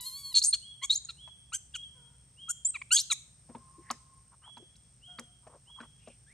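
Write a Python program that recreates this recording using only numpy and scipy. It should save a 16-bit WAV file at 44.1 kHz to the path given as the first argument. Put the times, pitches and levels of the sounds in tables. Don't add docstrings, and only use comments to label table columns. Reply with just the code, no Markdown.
import sys
import numpy as np
from scipy import signal
from scipy.fft import rfft, irfft
from scipy.io import wavfile

SR = 44100
rng = np.random.default_rng(int(sys.argv[2]) if len(sys.argv) > 2 else 0)


def dump(signal):
    limited = np.clip(np.atleast_2d(signal).T, -1, 1)
    pcm = np.round(limited * 32767).astype(np.int16)
    wavfile.write(sys.argv[1], SR, pcm)


N = 279153


def undb(db):
    return 10 ** (np.asarray(db) / 20)


def unit(x):
    return x / (x.std() + 1e-12)


def along(hz, points):
    f, value = np.transpose(points)
    return np.interp(np.log(np.maximum(hz, 1)), np.log(f), value)


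def noise(size, gain):
    spectrum = rfft(rng.standard_normal(size)) * gain(np.fft.rfftfreq(size, 1 / SR))
    return unit(irfft(spectrum, size))


def wobble(size, rate_hz):
    return noise(size, lambda f: 1 / (1 + (f / rate_hz) ** 2))


def waver(s, rate_hz):
    return np.interp(s - s[0], np.arange(SR) / SR, wobble(SR, rate_hz))


def resonance(f, hz, width_hz):
    return 1 / np.sqrt(1 + ((f * f - hz * hz) / (np.maximum(f, 1) * width_hz)) ** 2)


def add(track, s, sound):
    start = int(np.clip(s * SR, 0, N - 1))
    track[start:start + len(sound)] += sound[:N - start]


# frequency in Hz, relative strength in dB.
AIR_COLOUR = [(22, -45), (40, -10.5), (60, 3.5), (85, -5), (125, 2), (200, -11.5), (330, -22.5), (600, -26),
              (1200, -28.5), (2500, -30.5), (4400, -31.5), (5400, -23), (6500, -28.5), (7600, -27.5),
              (10000, -38), (15000, -59.5)]
# frequency in Hz, relative strength in dB.
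CICADA_COLOUR = [(7700, -39), (8000, -15.5), (8100, -11), (8350, -6.5), (8560, 2), (8700, -4.5), (8790, -1),
                 (8920, -29), (9150, -40)]
# time in seconds, level in dB around which it throbs.
CICADA_LEVEL = [(0, -57.5), (1.3, -64), (2.2, -64), (3.5, -63), (4.6, -65.5), (6.3, -64)]


def forest(air_db=-62.5, cicada_db=0, cicada_side_db=-7, throb_db=-0.5):
    f = np.fft.rfftfreq(N, 1 / SR)

    def spread(points, side_gain):
        gain = undb(along(f, points))
        mid, side = (rfft(rng.standard_normal(N)) * gain for _ in range(2))
        return unit(irfft(mid + side_gain * side * np.array([[1], [-1]]), N))

    air = spread(AIR_COLOUR, np.minimum(f / 900, .55)) * undb(air_db + 0.67 * wobble(N, 1.8))
    level_db = np.interp(np.arange(N) / SR, *np.transpose(CICADA_LEVEL))
    chorus_db = level_db + cicada_db + throb_db * wobble(N, 40)
    return air + spread(CICADA_COLOUR, undb(cicada_side_db)) * undb(chorus_db)


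def trees(x, t60_s, thin_hz, dull_hz):
    t = np.arange(SR) / SR
    fade = undb(-60 * t / t60_s) * (1 - np.exp(-t / 0.0021))

    def colour(f):
        return f ** 2 / (f ** 2 + thin_hz ** 2) / np.hypot(1, f / dull_hz)

    tails = [fade * noise(SR, colour) for _ in range(2)]
    return np.array([signal.fftconvolve(x, tail / np.linalg.norm(tail))[:N] for tail in tails])


# seconds from its start, share of the top pitch, level in dB relative to the note.
BIRD_NOTE = [(0, .82, -27), (0.024, .915, -6.5), (0.052, 1, -4.5), (0.076, 0.99, -2), (0.111, 1, -1),
             (.135, 0.95, -15), (0.161, 0.9, -46)]
# start in seconds, top pitch in Hz before flutter, relative level in dB.
BIRD_TIMES = [(0.61, 3340, -48.5), (1.168, 3356, -49.5), (1.727, 3304, -45.5), (2.366, 3270, -47),
              (4.421, 3358, -51.5), (5.013, 3267, -50), (5.656, 3327, -52.5)]


def bird(flutter_db=1):
    out = np.zeros(N)
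    s, pitch, db = np.transpose(BIRD_NOTE)
    t = np.arange(int(s[-1] * SR)) / SR
    for start, top_hz, note_db in BIRD_TIMES:
        hz = top_hz * np.interp(t, s, pitch) * (1 + 0.0034 * wobble(len(t), 93))
        loudness = undb(note_db + np.interp(t, s, db) + flutter_db * wobble(len(t), 50))
        add(out, start, np.sqrt(2) * np.sin(2 * np.pi * np.cumsum(hz) / SR) * loudness)
    return out


TOP_HZ = 15600
MOUTH_WIDTH_HZ, MOUTH_DB = 600, 19.5


def cry(rows, throat, breath, jitter_hz=190, unrest_hz=900, shimmer=0.34, hiss_treble_db=4):
    s, *columns = np.transpose(rows)
    size = max(int((s[-1] - s[0]) * SR), 256)
    t = np.arange(size) / SR
    hz, db, rough, mouth_hz, treble_db = (np.interp(s[0] + t, s, c) for c in columns)
    rough = np.clip(rough, 0, 1)

    def tract(f, mouth, treble):
        mouth_db = MOUTH_DB / (1 + ((f - mouth) / MOUTH_WIDTH_HZ) ** 2)
        step_db = treble / (1 + np.exp((5200 - f) / 350))
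        return undb(along(f, throat) + mouth_db + step_db)

    harmonic = np.arange(1, 15)[:, None]
    uneven_hz = hz + jitter_hz * rough * wobble(size, unrest_hz)
    phase = 2 * np.pi * np.cumsum(uneven_hz) / SR
    weight = tract(harmonic * hz, mouth_hz, treble_db) * (harmonic * hz < TOP_HZ)
    tone = np.sqrt(2) * (weight * np.sin(harmonic * phase)).sum(0) / np.linalg.norm(weight, axis=0)

    strain = rough * undb(db) + 1e-9
    pitch, mouth, treble = (np.average(c, weights=strain) for c in (hz, mouth_hz, treble_db))
    floor_hz = np.minimum(.85 * pitch, 4200)
    hiss = noise(size, lambda f: tract(f, mouth, treble + hiss_treble_db) * np.minimum(f / floor_hz, 1) ** 4)

    hiss_share = np.clip(np.hypot(breath, 1.1 * rough ** 1.2), 0, .92)
    flutter = np.exp(shimmer * rough * wobble(size, 430) - (shimmer * rough) ** 2)
    edges = np.clip(np.minimum(t, t[-1] - t) / 0.0012, 0, 1)
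    voice = np.sqrt(1 - hiss_share ** 2) * tone + hiss_share * hiss
    return voice * flutter * edges * undb(db)


def voices(calls, throat, breath):
    out = np.zeros(N)
    for rows in calls:
        add(out, rows[0][0], cry(rows, throat, breath))
    return signal.sosfilt(signal.butter(4, throat[0][0], "high", fs=SR, output="sos"), out)


EDGE_DB = 15.5


def arch(start, length, first_hz, middle_hz, last_hz, db, swell_db, attack, release):
    u = np.linspace(0, 1, 64)
    hz = np.polyval(np.polyfit([0, .5, 1], [first_hz, middle_hz, last_hz], 2), u)
    ends = np.maximum(1 - u / attack, 0) ** 2 + np.maximum(1 - (1 - u) / release, 0) ** 2
    return start + length * u, hz, db + swell_db * (u - .5) - EDGE_DB * ends


def controls(s, hz, db, rough, mouth_hz, treble_db):
    return np.column_stack(np.broadcast_arrays(s, hz, db, rough, mouth_hz, treble_db))


FAR_ROUGH, FAR_TREBLE_DB = 0.19, -14
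FAR_WAVER, FAR_WAVER_HZ = 0.011, 14


def far_call(row, attack=0.16, release=0.11):
    *shape, mouth_hz = row
    s, hz, db = arch(*shape, attack, release)
    wavering_hz = hz * (1 + FAR_WAVER * waver(s, FAR_WAVER_HZ))
    return controls(s, wavering_hz, db, FAR_ROUGH, mouth_hz, FAR_TREBLE_DB)


# start in seconds, length in seconds, pitch in Hz at start, middle
# and end before wavering, relative level in dB, swell in dB, mouth resonance in Hz.
FAR_CALLS = [ (1.943, 0.24, 510, 475, 477.4, -73.5, -12, 1396),
             (3.478, 0.73, 1052, 1061, 1062, -65.5, -7.5, 1050),
             (5.076, 0.15, 717, 697, 560, -66, -16.5, 1197), (6.263, .08, 1530, 1965, 2630, -65, 0, 2100)]
# frequency in Hz, relative strength in dB.
FAR_THROAT = [(450, 4), (1000, -2.5), (2000, -17.5), (3500, -13.5), (8000, -38)]


def far_callers():
    return voices(map(far_call, FAR_CALLS), FAR_THROAT, breath=0.12)


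# start in seconds, relative knock level in dB, knock pitch in Hz,
# relative tick level in dB, relative thud level in dB.
TAPS = [(1.274, -52, 925, -65, -77), (3.491, -59, 640, -82.5, -47), (3.548, -46, 895, -70, -44),
        (3.902, -29.5, 1094, -30, -43.5), (4.569, -48, 930, -54, -54.5), (4.756, -84, 1498, -55, -77),
        (5.186, -46, 1220, -37.5, -43.5), (5.468, -48, 641, -63, -66), (5.802, -44.5, 1444, -77, -46),
        (6.074, -49, 630, -58, -52.5)]
# multiple of the knock pitch, width as a share of its own pitch
# (the peak is then squared, so sharper), relative strength in dB.
KNOCK_RINGS = [(0.699, 0.18, 0), (1.001, 0.24, 10.5), (1.498, 0.1, -39), (1.899, 0.39, -11),
               (2.8, 0.16, -17), (4, 0.25, -18)]
# start in seconds, length in seconds,
# centre in Hz, width in Hz before squaring, relative level in dB.
SCUFFS = [(3.774, 0.057, 352, 119, -58.5), (3.802, 0.19, 1870, 498, -64.5), (4.308, 0.053, 966, 348, -65),
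          (4.414, 0.066, 1200, 700, -63), (4.454, 0.062, 900, 402, -60), (4.58, 0.084, 400, 164, -61),
          (5.182, 0.018, 1930, 915, -44), (5.416, 0.18, 1004, 345, -63.5), (5.458, 0.14, 505, 304, -60),
          (5.663, 0.061, 900, 298, -66), (5.754, 0.074, 1060, 298, -59), (5.815, 0.051, 1090, 888, -59.5),
          (5.972, 0.22, 2700, 704, -67), (6.074, 0.045, 538, 302, -64)]


def movements(knock_s=0.0096, tick_s=0.004, thud_hz=235, thud_s=0.019):
    out = np.zeros(N)
    t = np.arange(SR // 6) / SR
    contact = np.minimum(t / 0.001, 1)
    knock_fade = np.exp(-(t / knock_s) ** 2 / 2)
    tick_fade = np.exp(-(t / tick_s) ** 2 / 2)
    thud_swell = np.exp(-t / thud_s) * np.minimum(t / 0.0087, 1) * 1.53
    for s, knock_db, hz, tick_db, thud_db in TAPS:
        knock = noise(len(t), lambda f: sum(
            undb(db) * resonance(f, m * hz, w * m * hz) ** 2 for m, w, db in KNOCK_RINGS))
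        tick = noise(len(t), lambda f: resonance(f, 5800, 7100) ** 2 / (1 + (f / 10500) ** 8))
        thump = noise(len(t), lambda f: resonance(f, 288, 540) ** 2)
        thud = np.sin(2 * np.pi * thud_hz * t) + .5 * thump
        add(out, s, contact * undb(knock_db) * knock * knock_fade)
        add(out, s, contact * undb(tick_db) * tick * tick_fade)
        add(out, s, undb(thud_db) * thud * thud_swell)
    for s, length, hz, width_hz, db in SCUFFS:
        size = int(length * SR)
        brush = noise(size, lambda f: resonance(f, hz, width_hz) ** 2)
        add(out, s, undb(db + 3.15 * wobble(size, 39)) * signal.windows.tukey(size, .7) * brush)
    return out


WHINE_MOUTH_HZ = 4580
WHINE_ROUGH, WHINE_TREBLE_DB = 0.13, 5.5
WHINE_CALM_S, WHINE_DULL_DB_PER_S = .3, 30
WHINE_FADE_DB, WHINE_FADE_S = 5, 0.014
# time in seconds, pitch in Hz, relative level in dB before the end fade.
WHINE = [(0.0, 997, -38), (0.014, 1005, -45.5), (0.024, 970.7, -43.5), (0.034, 970, -45.5),
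         (0.07, 1077, -38.5), (0.108, 1026, -47.5), (0.19, 1130, -42), (0.228, 1117, -49.5),
         (0.254, 1088, -41.5), (0.3, 1094, -45.5), (0.316, 1045, -45.5), (0.33, 970, -38)]
# frequency in Hz, relative strength in dB.
INFANT_THROAT = [(1050, -13), (2150, -22.5), (3300, -13), (4300, -9.5), (5400, -30.5), (6500, -14.5),
                 (7600, -6), (8700, -13), (10800, -6), (13000, -14.5), (15500, -28.5)]


def whine():
    s, hz, db = np.transpose(WHINE)
    fade_db = WHINE_FADE_DB * np.exp((s - s[-1]) / WHINE_FADE_S)
    rough = WHINE_ROUGH * np.exp(-s / WHINE_CALM_S)
    treble_db = WHINE_TREBLE_DB - WHINE_DULL_DB_PER_S * s
    rows = controls(s, hz, db - fade_db, rough, WHINE_MOUTH_HZ, treble_db)
    return voices([rows], INFANT_THROAT, breath=0.07)


TREMOR_HZ, TREMOR_SHARE, TREMOR_DB = 54.6, .008, 2.52


def tremble(s, hz, db):
    effort = waver(s, TREMOR_HZ)
    return s, hz * (1 + TREMOR_SHARE * effort), db + TREMOR_DB * effort


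CHIRP_ATTACK, CHIRP_RELEASE = 0.3, 0.46
MOUTH_FOLLOW = 2.2
CHIRP_FRAY = .8


def chirp(row):
    *shape, rough, mouth_hz, treble_db = row
    s, hz, db = tremble(*arch(*shape, CHIRP_ATTACK, CHIRP_RELEASE))
    fray = 1 + CHIRP_FRAY * np.linspace(-.5, .5, len(s))
    moving_mouth_hz = mouth_hz * (hz / np.median(hz)) ** MOUTH_FOLLOW
    return controls(s, hz, db, rough * fray, moving_mouth_hz, treble_db)


WIDEST_MOUTH_HZ = 4600
HIGH_PITCH_HZ, HIGH_TREBLE_DB, BRIGHTEN_DB_PER_OCTAVE = 4540, -7.5, 26


def high_register(s, hz, db, rough):
    treble_db = HIGH_TREBLE_DB + BRIGHTEN_DB_PER_OCTAVE * np.log2(hz / HIGH_PITCH_HZ)
    return controls(s, hz, db, rough, np.minimum(hz, WIDEST_MOUTH_HZ), treble_db)


SQUEAL_ATTACK, SQUEAL_RELEASE = .18, 0.35


def squeal(row):
    *shape, rough = row
    return high_register(*tremble(*arch(*shape, SQUEAL_ATTACK, SQUEAL_RELEASE)), rough)


# start in seconds, length in seconds, pitch in Hz at start,
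# middle and end before trembling, relative level in dB, swell in dB, mean roughness from 0 to 1,
# mouth resonance in Hz at the median pitch, treble in dB.
CHIRPS = [ (0.536, 0.021, 1674, 1553, 1310, -40, -15.5, 0.52, 3080, -13.5),
          (0.815, 0.04, 1010, 1088, 1108, -35.5, 9, .12, 3000, -4),
          (1.087, 0.027, 1386, 1345, 1223, -39, -7, 0.3, 4050, -18.5),
          (1.52, 0.046, 1154, 1553, 1530, -31.5, 3.5, 0.18, 2580, 2),
          (1.74, 0.026, 1690, 1534, 1290, -35, -6.5, 0.24, 3050, -6.5),
          (2.479, 0.033, 1182, 1398, 1407, -31, 11, 0.15, 1550, 16.5),
          (2.741, 0.03, 1370, 1210, 1003, -39, 10, .15, 2590, -20),
          (2.815, 0.009, 1090, 1130, 1080, -39, -8, 0.29, 2037, -27),
          (2.906, 0.07, 1260, 1588, 1687, -22.5, 2.5, 0.11, 4300, 1.5),
          (3.099, .034, 1420, 1256, 975, -27.5, 0, .22, 3700, -1)]
# start in seconds, length in seconds, pitch in Hz at start,
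# middle and end before trembling, relative level in dB, swell in dB, roughness from 0 to 1.
SQUEALS = [ (0.341, 0.055, 4382, 4235, 4430, -22.5, -1.5, 0.7),
           (0.527, 0.031, 3984, 4380, 4300, -26.5, -11, 0.33),
           (1.039, 0.011, 7250, 6830, 6500, -43, 0, 0.2)]
# time in seconds, pitch in Hz, relative level in dB, roughness from 0 to 1.
SCREAMS = [
    [(.417, 4000, -24.5, 0.5), (.426, 4510, -28, 0.25), (.436, 6200, -22.5, 0.76), (.452, 8340, -27, 0.85),
     (.469, 8790, -26, 0.22), (.481, 8570, -24, 0.03), (.496, 8860, -31, 0.2), (.506, 9050, -40, 0.1)],
    [(.896, 3737, -28.5, 0.54), (.907, 3790, -21.5, 0.23), (.936, 4360, -30.5, 0.47),
     (.944, 6100, -40, 0.4), (.951, 6650, -24.5, 0.1), (.96, 7350, -42, 0.3), (.972, 7080, -29, 0.3)],
    [(2.64, 7140, -26.5, 0), (2.651, 7210, -26.5, 0), (2.664, 8020, -27.5, 0.04), (2.673, 7920, -37.5, 0),
     (2.694, 8430, -28, 0.05), (2.7, 7570, -37, 0.26)],
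    [(2.965, 3136, -22.5, 0.16), (2.975, 3540, -26.5, 0.77), (2.987, 4440, -24.5, 0.95),
     (2.997, 4900, -25, .8), (3.005, 5950, -30, .55), (3.015, 6050, -40, 0.2)],
]
# frequency in Hz, relative strength in dB.
CLOSE_THROAT = [(750, -24), (1100, -3.5), (1600, -12), (2200, -5.5), (3300, -11.5), (4300, -8),
                (5200, -17.5), (6500, 6.5), (7700, 5), (9000, -0.5), (10500, -13), (12000, -18.5),
                (15000, -48.5)]


def squeaks():
    chirps = [chirp(row) for row in CHIRPS]
    squeals = [squeal(row) for row in SQUEALS]
    screams = [high_register(*np.transpose(curve)) for curve in SCREAMS]
    return voices(chirps + squeals + screams, CLOSE_THROAT, breath=0.0073)


def ledge(x, lag_s=.0021, bounce=0.48):
    t = np.arange(N) / SR
    return x + bounce * np.interp(t - lag_s, t, x, left=0)


# frequency in Hz, radians by which left leads.
PORT_PHASE = [(100, 0.3), (1200, 0.26), (2200, 0.2), (4200, 0.43), (8000, 1.04), (15000, 0.73)]
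# frequency in Hz, left minus right in dB.
PORT_BALANCE = [(100, 1.6), (450, 3.7), (1000, .4), (2000, 1.2), (4000, .1), (8000, .5)]


def ports(x):
    f = np.fft.rfftfreq(N, 1 / SR)
    half = undb(along(f, PORT_BALANCE) / 2) * np.exp(.5j * along(f, PORT_PHASE))
    return irfft(rfft(x) * np.array([half, 1 / half]), N)


def scene(near_echo_db=-18, far_echo_db=-6, far_db=-1):
    far = bird() + far_callers()
    taps = movements()
    cries = whine() + squeaks()
    direct = ports(ledge(cries) + taps + undb(far_db) * far)
    near_echo = undb(near_echo_db) * trees(cries + taps, t60_s=0.46, thin_hz=2460, dull_hz=6400)
    far_echo = undb(far_echo_db) * trees(far, t60_s=0.96, thin_hz=301, dull_hz=6000)
    return direct + near_echo + far_echo + forest()


TREBLE_SPLIT_HZ, TREBLE_LAG_S = 4900, .0085


def record(dry):
    f = np.fft.rfftfreq(N + SR, 1 / SR)
    low = 1 / (1 + (f / TREBLE_SPLIT_HZ) ** 60)
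    delay = np.exp(-2j * np.pi * f * TREBLE_LAG_S)
    late = irfft(rfft(dry, N + SR) * (low + (1 - low) * delay), N + SR)[:, :N]
    return signal.sosfilt(signal.ellip(8, .2, 70, TOP_HZ, fs=SR, output="sos"), late)


dry = scene()
out = record(dry)
dump(out)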